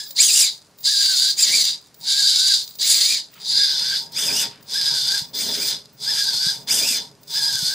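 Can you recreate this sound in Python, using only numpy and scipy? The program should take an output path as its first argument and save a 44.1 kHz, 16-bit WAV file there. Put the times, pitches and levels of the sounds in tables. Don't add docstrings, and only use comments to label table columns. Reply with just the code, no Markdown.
import sys
import numpy as np
from scipy import signal
from scipy.fft import rfft, irfft, next_fast_len
from scipy.io import wavfile
from scipy.ndimage import uniform_filter1d

SR = 44100
rng = np.random.default_rng(int(sys.argv[2]) if len(sys.argv) > 2 else 0)


def generate_wav(signal):
    frames = np.transpose(np.atleast_2d(signal))
    scaled = np.clip(frames, -1, 1) * 32767
    pcm = np.round(scaled).astype(np.int16)
    wavfile.write(sys.argv[1], SR, pcm)


def decibels_to_gain(level_db):
    exponent = np.asarray(level_db, float) / 20
    return 10 ** exponent


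N = 341368
T = np.arange(N) / SR

# start in seconds, spin-up in seconds, stop in seconds, coasting time in seconds, level in dB.
STROKES = [(-.5, .05, -.07, .31, -22), (.14, .05, .465, .18, -17), (.81, .068, 1.305, .1, -16.5),
           (1.345, .055, 1.68, .19, -17), (1.99, .115, 2.535, .26, -15.5), (2.775, .045, 3.15, .17, -16),
           (3.35, .23, 3.965, .22, -16), (4.085, .1, 4.435, .19, -17), (4.64, .11, 5.175, .18, -13.5),
           (5.318, .04, 5.715, .2, -16), (5.962, .095, 6.495, .24, -15.5), (6.655, .04, 6.98, .18, -15.5),
           (7.245, .11, 7.9, .2, -15)]
# first surge in seconds, last surge in seconds, first surge in Hz, whine in dB.
LIFTS = [(.91, 1.29, 1800, -32.5), (2.08, 2.51, 1580, -34), (3.52, 3.93, 1520, -33),
         (4.78, 5.15, 1780, -34), (6.1, 6.49, 1780, -33), (7.38, 7.77, 1720, -33)]
# share of the lift (0 to 1), Hz.
LIFT_SPEED = [(.11, 1580), (.27, 1655), (.37, 1515), (.46, 1585), (.64, 1445), (.74, 1455), (.82, 1570),
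              (.9, 1530), (1, 1630)]
# first surge in seconds, its Hz, second surge in seconds, its Hz, whine in dB.
LOWERINGS = [(.25, 3500, .375, 2950, -26), (1.41, 2700, 1.55, 2400, -32), (2.895, 2950, 3.12, 2450, -37),
             (4.215, 3400, 4.39, 3000, -34), (5.41, 2400, 5.63, 2480, -42), (6.75, 3370, 6.885, 2800, -32)]
# time in seconds, gears in dB, bench in dB, brightness in dB.
CAMERA = [
    (0, 0, -2, 1),
    (3.2, 0, 0, -3),
    (3.58, 0, 2, -5),
    (3.85, -6, 6, 3),
    (4.3, -6, 8, 4),
    (7.7, -6, 7, 7),
]
TURN_S = (3.38, 3.7)
# multiple of the tooth rate, level in dB.
OVERTONES = [(2, -3), (3, -1), (4, -13), (5, -19), (6, -6), (7, -7)]
# Hz, width in Hz, level in dB.
WALL_MODES = [(1616, 122, 0.5), (2420, 350, 2.5), (2900, 310, -5.5), (3400, 220, 3)]
# Hz, width in Hz, level in dB.
CASE_FACING = [(1600, 81, -23.5), (2300, 50, -12), (2620, 62.2, -25.5), (3530, 91, -13.5), (3563, 48, -3.5),
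               (3924, 158, 2.5), (4290, 29, 3), (4730, 117, 5.5), (4936, 50, -5.5), (5500, 17, -6),
               (5920, 45, -3), (6530, 280, -3), (7414, 140, -6.5), (7960, 110, -9), (8850, 150, -26),
               (9480, 190, -20.5), (10940, 330, -25.5)]
# Hz, width in Hz, level in dB.
CASE_AWAY = [(1600, 240, -21.5), (2250, 51, -15.5), (3533, 58, -1), (3891, 19, 3), (4210, 24, 0),
             (4752, 64, 1.5), (4942, 99, -0.5), (5640, 17, -28.5), (6070, 51, -8.5), (6564, 46, -6.5),
             (7880, 60, -23.5), (7630, 120, -15.5), (8900, 40, -19), (9500, 260, -22), (11900, 700, -30)]
# Hz, level in dB.
CASE_WALL = [(290, -62), (500, -1.5), (851, -29), (914, -43), (1350, -31), (1600, -32.5), (1900, -22),
             (2760, -21.5), (3480, -9), (4770, -0.5), (5750, -11), (6740, -14), (15500, -47)]
# dB under full drive, brightness in dB.
BRIGHT_COASTING = [(-40, 8), (-20, 1), (-4, 0)]
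BRAKE_DB = [-37, -40, -39, -46, -38, -42]
# time in seconds, level in dB.
HOLDING = [(0, -44), (1.3, -43), (2.2, -50), (2.8, -45), (3.6, -56), (7.74, -52)]
# Hz, width in Hz, level in dB.
BOARD_MODES = [(225, 137, 0.5), (322, 13, -16.5), (406, 17, 3.5), (576, 27, 1), (647, 46, -5.5)]
# Hz, width in Hz, level in dB.
LEG_MODES = [(100, 28, -8.5), (146, 33, 5.5)]
# Hz, width in Hz, level in dB.
PLATE_MODES = [(785, 25, -6.5), (927.6, 26, 0)]
# Hz, level in dB.
AIR = [(15, -77.5), (25, -38), (64, -12), (173, -11), (631, -15.5), (703, -15.5), (997, -15), (3170, -23),
       (4870, -19), (12800, -31), (15500, -50)]
# time in seconds, peak in dB.
TICKS = [(0.1074, -11), (0.7861, -25), (0.8064, -24), (1.8133, -33.5), (1.8694, -34), (1.9435, -25),
         (1.9809, -44), (2.0108, -22.5), (2.7536, -19), (3.3393, -25), (4.121, -19), (4.6274, -25),
         (5.9484, -46), (7.2324, -24), (7.2749, -27)]
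# time in seconds, half length in seconds, level
# in dB.
RUSTLES = [
    (3.386, 0.051, -47.5),
    (4.552, 0.12, -54.5),
]
# time in seconds, peak in dB, Hz.
KNOCKS = [(4.349, -33.5, 268), (5.218, -28, 141), (6.465, -24, 159), (6.906, -30, 234.5), (7.547, -30, 135),
          (7.626, -25, 155)]

LIFT_END_HZ = 1450
DRIVE_HZ, LOOP_HZ = 15350, 250
PINION_TEETH = 11


def unit(x):
    return x / np.sqrt(np.mean(x ** 2))


def curves(table):
    s, *columns = np.transpose(table)
    return [np.interp(T, s, column) for column in columns]


def walk(rate):
    k = int(SR / rate)
    held = np.repeat(rng.standard_normal(N // k + 1), k)
    return 1.3 * uniform_filter1d(uniform_filter1d(held, k), k)[:N]


def waver(rate, depth):
    return 1 + depth * (walk(rate) + 1j * walk(rate))


def ring(x, modes):
    total = 0
    for k, (hz, width, db) in enumerate(modes):
        b, a = signal.iirpeak(hz, hz / width, SR)
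        total = total + (-1) ** k * decibels_to_gain(db) * signal.lfilter(b, a, x)
    return total


def colour(x, spectrum):
    hz, db = np.transpose(spectrum)
    size = next_fast_len(N)
    log_hz = np.log(np.fft.rfftfreq(size, 1 / SR) + 1)
    return irfft(rfft(x, size) * decibels_to_gain(np.interp(log_hz, np.log(hz), db)), size)[:N]


def band(x, lo_hz, hi_hz):
    return signal.sosfilt(signal.butter(3, [lo_hz, hi_hz], "band", fs=SR, output="sos"), x)


def away():
    return np.interp(T, TURN_S, [0, 1])


def effort():
    under, full = [], []
    for start, rise_s, stop, coast_s, db in STROKES:
        rise = 45 * np.maximum(1 - (T - start) / rise_s, 0) ** 2
        coast = 65 * (1 - np.exp(-(np.maximum(T - stop, 0) / coast_s) ** 1.3))
        under.append(-rise - coast)
        full.append(db + 3 * (np.clip(T, start, stop) - stop))
    stroke = np.argmax(under, axis=0)
    under_db = uniform_filter1d(np.max(under, axis=0), SR // 100)
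    return under_db, under_db + np.choose(stroke, full) + curves(CAMERA)[0]


def lowering_points(a, hz_a, b, hz_b, whine_db):
    caught_db, run_out_db = 4, -13
    points = [(a - .08, 1700, 0), (a, hz_a, 0), ((a + b) / 2, .69 * hz_a, caught_db),
              (b, hz_b, caught_db), (b + .14, 1800, run_out_db)]
    return [(s, hz, whine_db + db, 12.5 - max(db, 0) * 1.5) for s, hz, db in points]


def lift_points(first, last, first_hz, whine_db):
    edge_s, over_db = .085, (11, 7)
    rows = []
    for share, hz in [(-edge_s / (last - first), 1250), (0, first_hz), *LIFT_SPEED]:
        tone_db = whine_db - 5 * max(1 - share / .3, 0)
        rows.append((first + share * (last - first), hz, tone_db, np.interp(share, [0, 1], over_db)))
    rows.append((last + edge_s / 2, LIFT_END_HZ, whine_db, over_db[1]))
    return rows


def mesh_controls():
    rows = []
    for down, up in zip(LOWERINGS, LIFTS):
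        rows += lowering_points(*down) + lift_points(*up)
    return curves(rows)


def lowering(weights, edge_s):
    inside = np.zeros(N)
    for weight, (start, rise_s, stop, *_) in zip(weights, STROKES[1::2]):
        inside += weight * ((T > start + rise_s) & (T < stop))
    return uniform_filter1d(inside, int(edge_s * SR))


def rested():
    idle = np.zeros(N)
    for down, up in zip(STROKES[1::2], STROKES[2::2]):
        idle += (T > down[2]) & (T < up[0] - .04)
    return uniform_filter1d(idle, SR // 50)


def case(x):
    modes = np.sqrt(1 - away()) * ring(x, CASE_FACING) + np.sqrt(away()) * ring(x, CASE_AWAY)
    return modes + decibels_to_gain(-3) * colour(x, CASE_WALL)


def tooth_knocks(turns, level_db):
    slow = np.clip((-30 - level_db) / 20, 0, 1)
    spot = (turns / PINION_TEETH % 1 * 256).astype(int) + 256 * (turns / (8 * PINION_TEETH)).astype(int)
    worn = rng.standard_normal(N)[spot % N]
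    scatter_db = 2.34 + 0.83 * slow
    knocks = rng.standard_normal(N) * decibels_to_gain(scatter_db * rng.exponential(size=N))
    knocks *= rng.random(N) < .3 - .27 * slow
    knocks = unit(knocks) + .75 * (1 - slow) * worn
    knocks /= np.sqrt(uniform_filter1d(knocks ** 2, SR // 20) + 1e-9)
    throb = 1 + 0.2 * np.sin(2 * np.pi * turns / PINION_TEETH)
    return knocks * throb * decibels_to_gain(1.17 * walk(30) + 1.01 * walk(120))


def rattle(hz, turns, under_db, level_db):
    loose = case(tooth_knocks(turns, level_db))
    fizz_db = -11 + curves(CAMERA)[2] + 13 * (np.clip(hz, 2000, 2700) - 2000) / 1000
    fizz_db = fizz_db - 4 * rested() + np.interp(under_db, *np.transpose(BRIGHT_COASTING))
    body_db = -17.5 + 6.7 * (np.minimum(hz, 2600) - 1600) / 1000 + np.interp(T, TURN_S, [0, 5.5])
    body = decibels_to_gain(body_db + 2 * walk(25)) * unit(band(loose, 1000, 3300))
    core = unit(band(loose, 3300, 5460))
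    fizz = decibels_to_gain(fizz_db + 1.2 * walk(35)) * unit(band(loose, 7670, 14500))
    return decibels_to_gain(level_db - 0.5) * (body + core + fizz)


def fundamental(mesh, rough):
    tone = np.imag(waver(260, 1.4 * rough) * np.exp(1j * mesh))
    return decibels_to_gain(2 + 5 * rough * walk(35)) * tone


def overtones(mesh, rough):
    even_db = np.interp(rough, [.4, .9], [-8, 0])
    total = 0
    for k, db in OVERTONES:
        level_db = db + 3 * walk(40) + (1 - k % 2) * even_db
        total = total + decibels_to_gain(level_db) * np.imag(waver(200, rough) * np.exp(1j * k * mesh))
    return total


def gears(under_db, level_db):
    hz, tone_db, over_db = mesh_controls()
    hz = uniform_filter1d(hz, SR // 60)
    rough = np.interp(hz, [1700, 2400], [.4, .9])
    turns = np.cumsum(hz * (1 + .008 * walk(60))) / SR
    mesh = 2 * np.pi * turns + .6 * rough * np.sin(2 * np.pi * turns / PINION_TEETH)
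    surge_db = np.clip(70 * (hz / uniform_filter1d(hz, SR // 6) - 1), -12, 6)
    surge_db = surge_db * np.interp(rough, [.4, .9], [1, .35])
    contact = decibels_to_gain(1.3 * under_db + tone_db - 7.5 + surge_db)
    whine = contact * fundamental(mesh, rough)
    whine = ring(whine, WALL_MODES) + decibels_to_gain(-8.5) * whine
    over = contact * decibels_to_gain(over_db + 11) * case(overtones(mesh, rough))
    return rattle(hz, turns, under_db, level_db) + whine + over


def drive(level_db):
    braking = lowering(np.ones(len(LOWERINGS)), .03)
    hz = DRIVE_HZ - .15 * (uniform_filter1d(mesh_controls()[0], SR // 20) - LIFT_END_HZ)
    steady = np.sin(2 * np.pi * np.cumsum(hz + 25 * walk(46)) / SR)
    steady = lowering(decibels_to_gain(np.array(BRAKE_DB)), .03) * decibels_to_gain(3.05 * walk(50)) * steady
    chop = np.exp(-((T * LOOP_HZ) % 1 - .5) ** 2 / .09) * decibels_to_gain(5 * walk(35))
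    held = unit(chop * np.sin(2 * np.pi * np.cumsum(DRIVE_HZ + 55 * walk(300)) / SR))
    resting_db = np.clip(1.2 * (level_db + 22), -30, 0) * rested()
    held = (1 - .7 * braking) * decibels_to_gain(curves(HOLDING)[0] + resting_db) * held
    return np.sqrt(2) * steady + held


def bench_hum(level_db):
    down = lowering(np.ones(len(LOWERINGS)), .2)
    resting_db = np.clip(level_db + 30, -30, 0)
    board_db = -59.5 + 11 * down + curves(CAMERA)[1] + 0.2 * resting_db
    legs_db = -15 * down
    plate_db = 2.5 - 12 * down + 0.45 * resting_db + 2 * walk(12)
    shake = rng.standard_normal((3, N)) * decibels_to_gain(2.5 * walk(25))
    board = unit(ring(shake[0], BOARD_MODES))
    legs = unit(band(ring(shake[1], LEG_MODES), 80, 250))
    rumble = decibels_to_gain(-22) * unit(band(shake[1], 18, 60))
    plate = unit(band(ring(shake[2], PLATE_MODES), 650, 1100))
    return decibels_to_gain(board_db) * (board + decibels_to_gain(legs_db) * legs + rumble + decibels_to_gain(plate_db) * plate)


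def workshop_tail(near):
    t = np.arange(SR // 3) / SR
    tails = rng.standard_normal((2, len(t))) * np.exp(-np.log(1000) * t / .18) * (t > .002)
    tails /= np.linalg.norm(tails, axis=1, keepdims=True)
    b, a = signal.butter(1, [200, 7000], "band", fs=SR)
    wet = signal.fftconvolve(signal.lfilter(b, a, near)[None], tails, axes=1)[:, :N]
    return decibels_to_gain(-9.5) * wet


def quiet_air():
    mid = unit(colour(rng.standard_normal(N), AIR))
    side = unit(colour(rng.standard_normal(N), AIR))
    return decibels_to_gain(-58) * (mid + decibels_to_gain(-14) * side * np.array([[1], [-1]]))


def ticks():
    x = np.zeros(N)
    for s, db in TICKS:
        for k in range(5):
            x[int((s + .0016 * k) * SR)] += decibels_to_gain(db - 1.1 * k)
    return decibels_to_gain(9) * case(x) + decibels_to_gain(-3.5) * band(x, 4500, 14000) + decibels_to_gain(6) * band(x, 14800, 16500)


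def soft_rustles():
    swell = sum(decibels_to_gain(db) * np.exp(-((T - s) / half) ** 2) for s, half, db in RUSTLES)
    return swell * unit(band(rng.standard_normal(N) * decibels_to_gain(3.2 * walk(170)), 1100, 3600))


def soft_knocks():
    x = np.zeros(N)
    for s, db, hz in KNOCKS:
        t = np.maximum(T - s, 0)
        x += decibels_to_gain(db + 4.5) * np.sin(2 * np.pi * hz * t) * t / 0.004 * np.exp(-t / 0.0041)
    return x


def scene():
    under_db, level_db = effort()
    near = gears(under_db, level_db) + drive(level_db) + bench_hum(level_db)
    near = near + ticks() + soft_rustles() + soft_knocks()
    return near + workshop_tail(near) + quiet_air()


def top_cut(x):
    return signal.sosfilt(signal.butter(12, 16870, fs=SR, output="sos"), x)


def record(dry):
    low_pass = signal.ellip(8, .3, 60, 15560, fs=SR, output="sos")
    mix = signal.sosfilt(low_pass, np.tanh(dry))
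    return top_cut(mix)


dry = scene()
out = record(dry)
generate_wav(out)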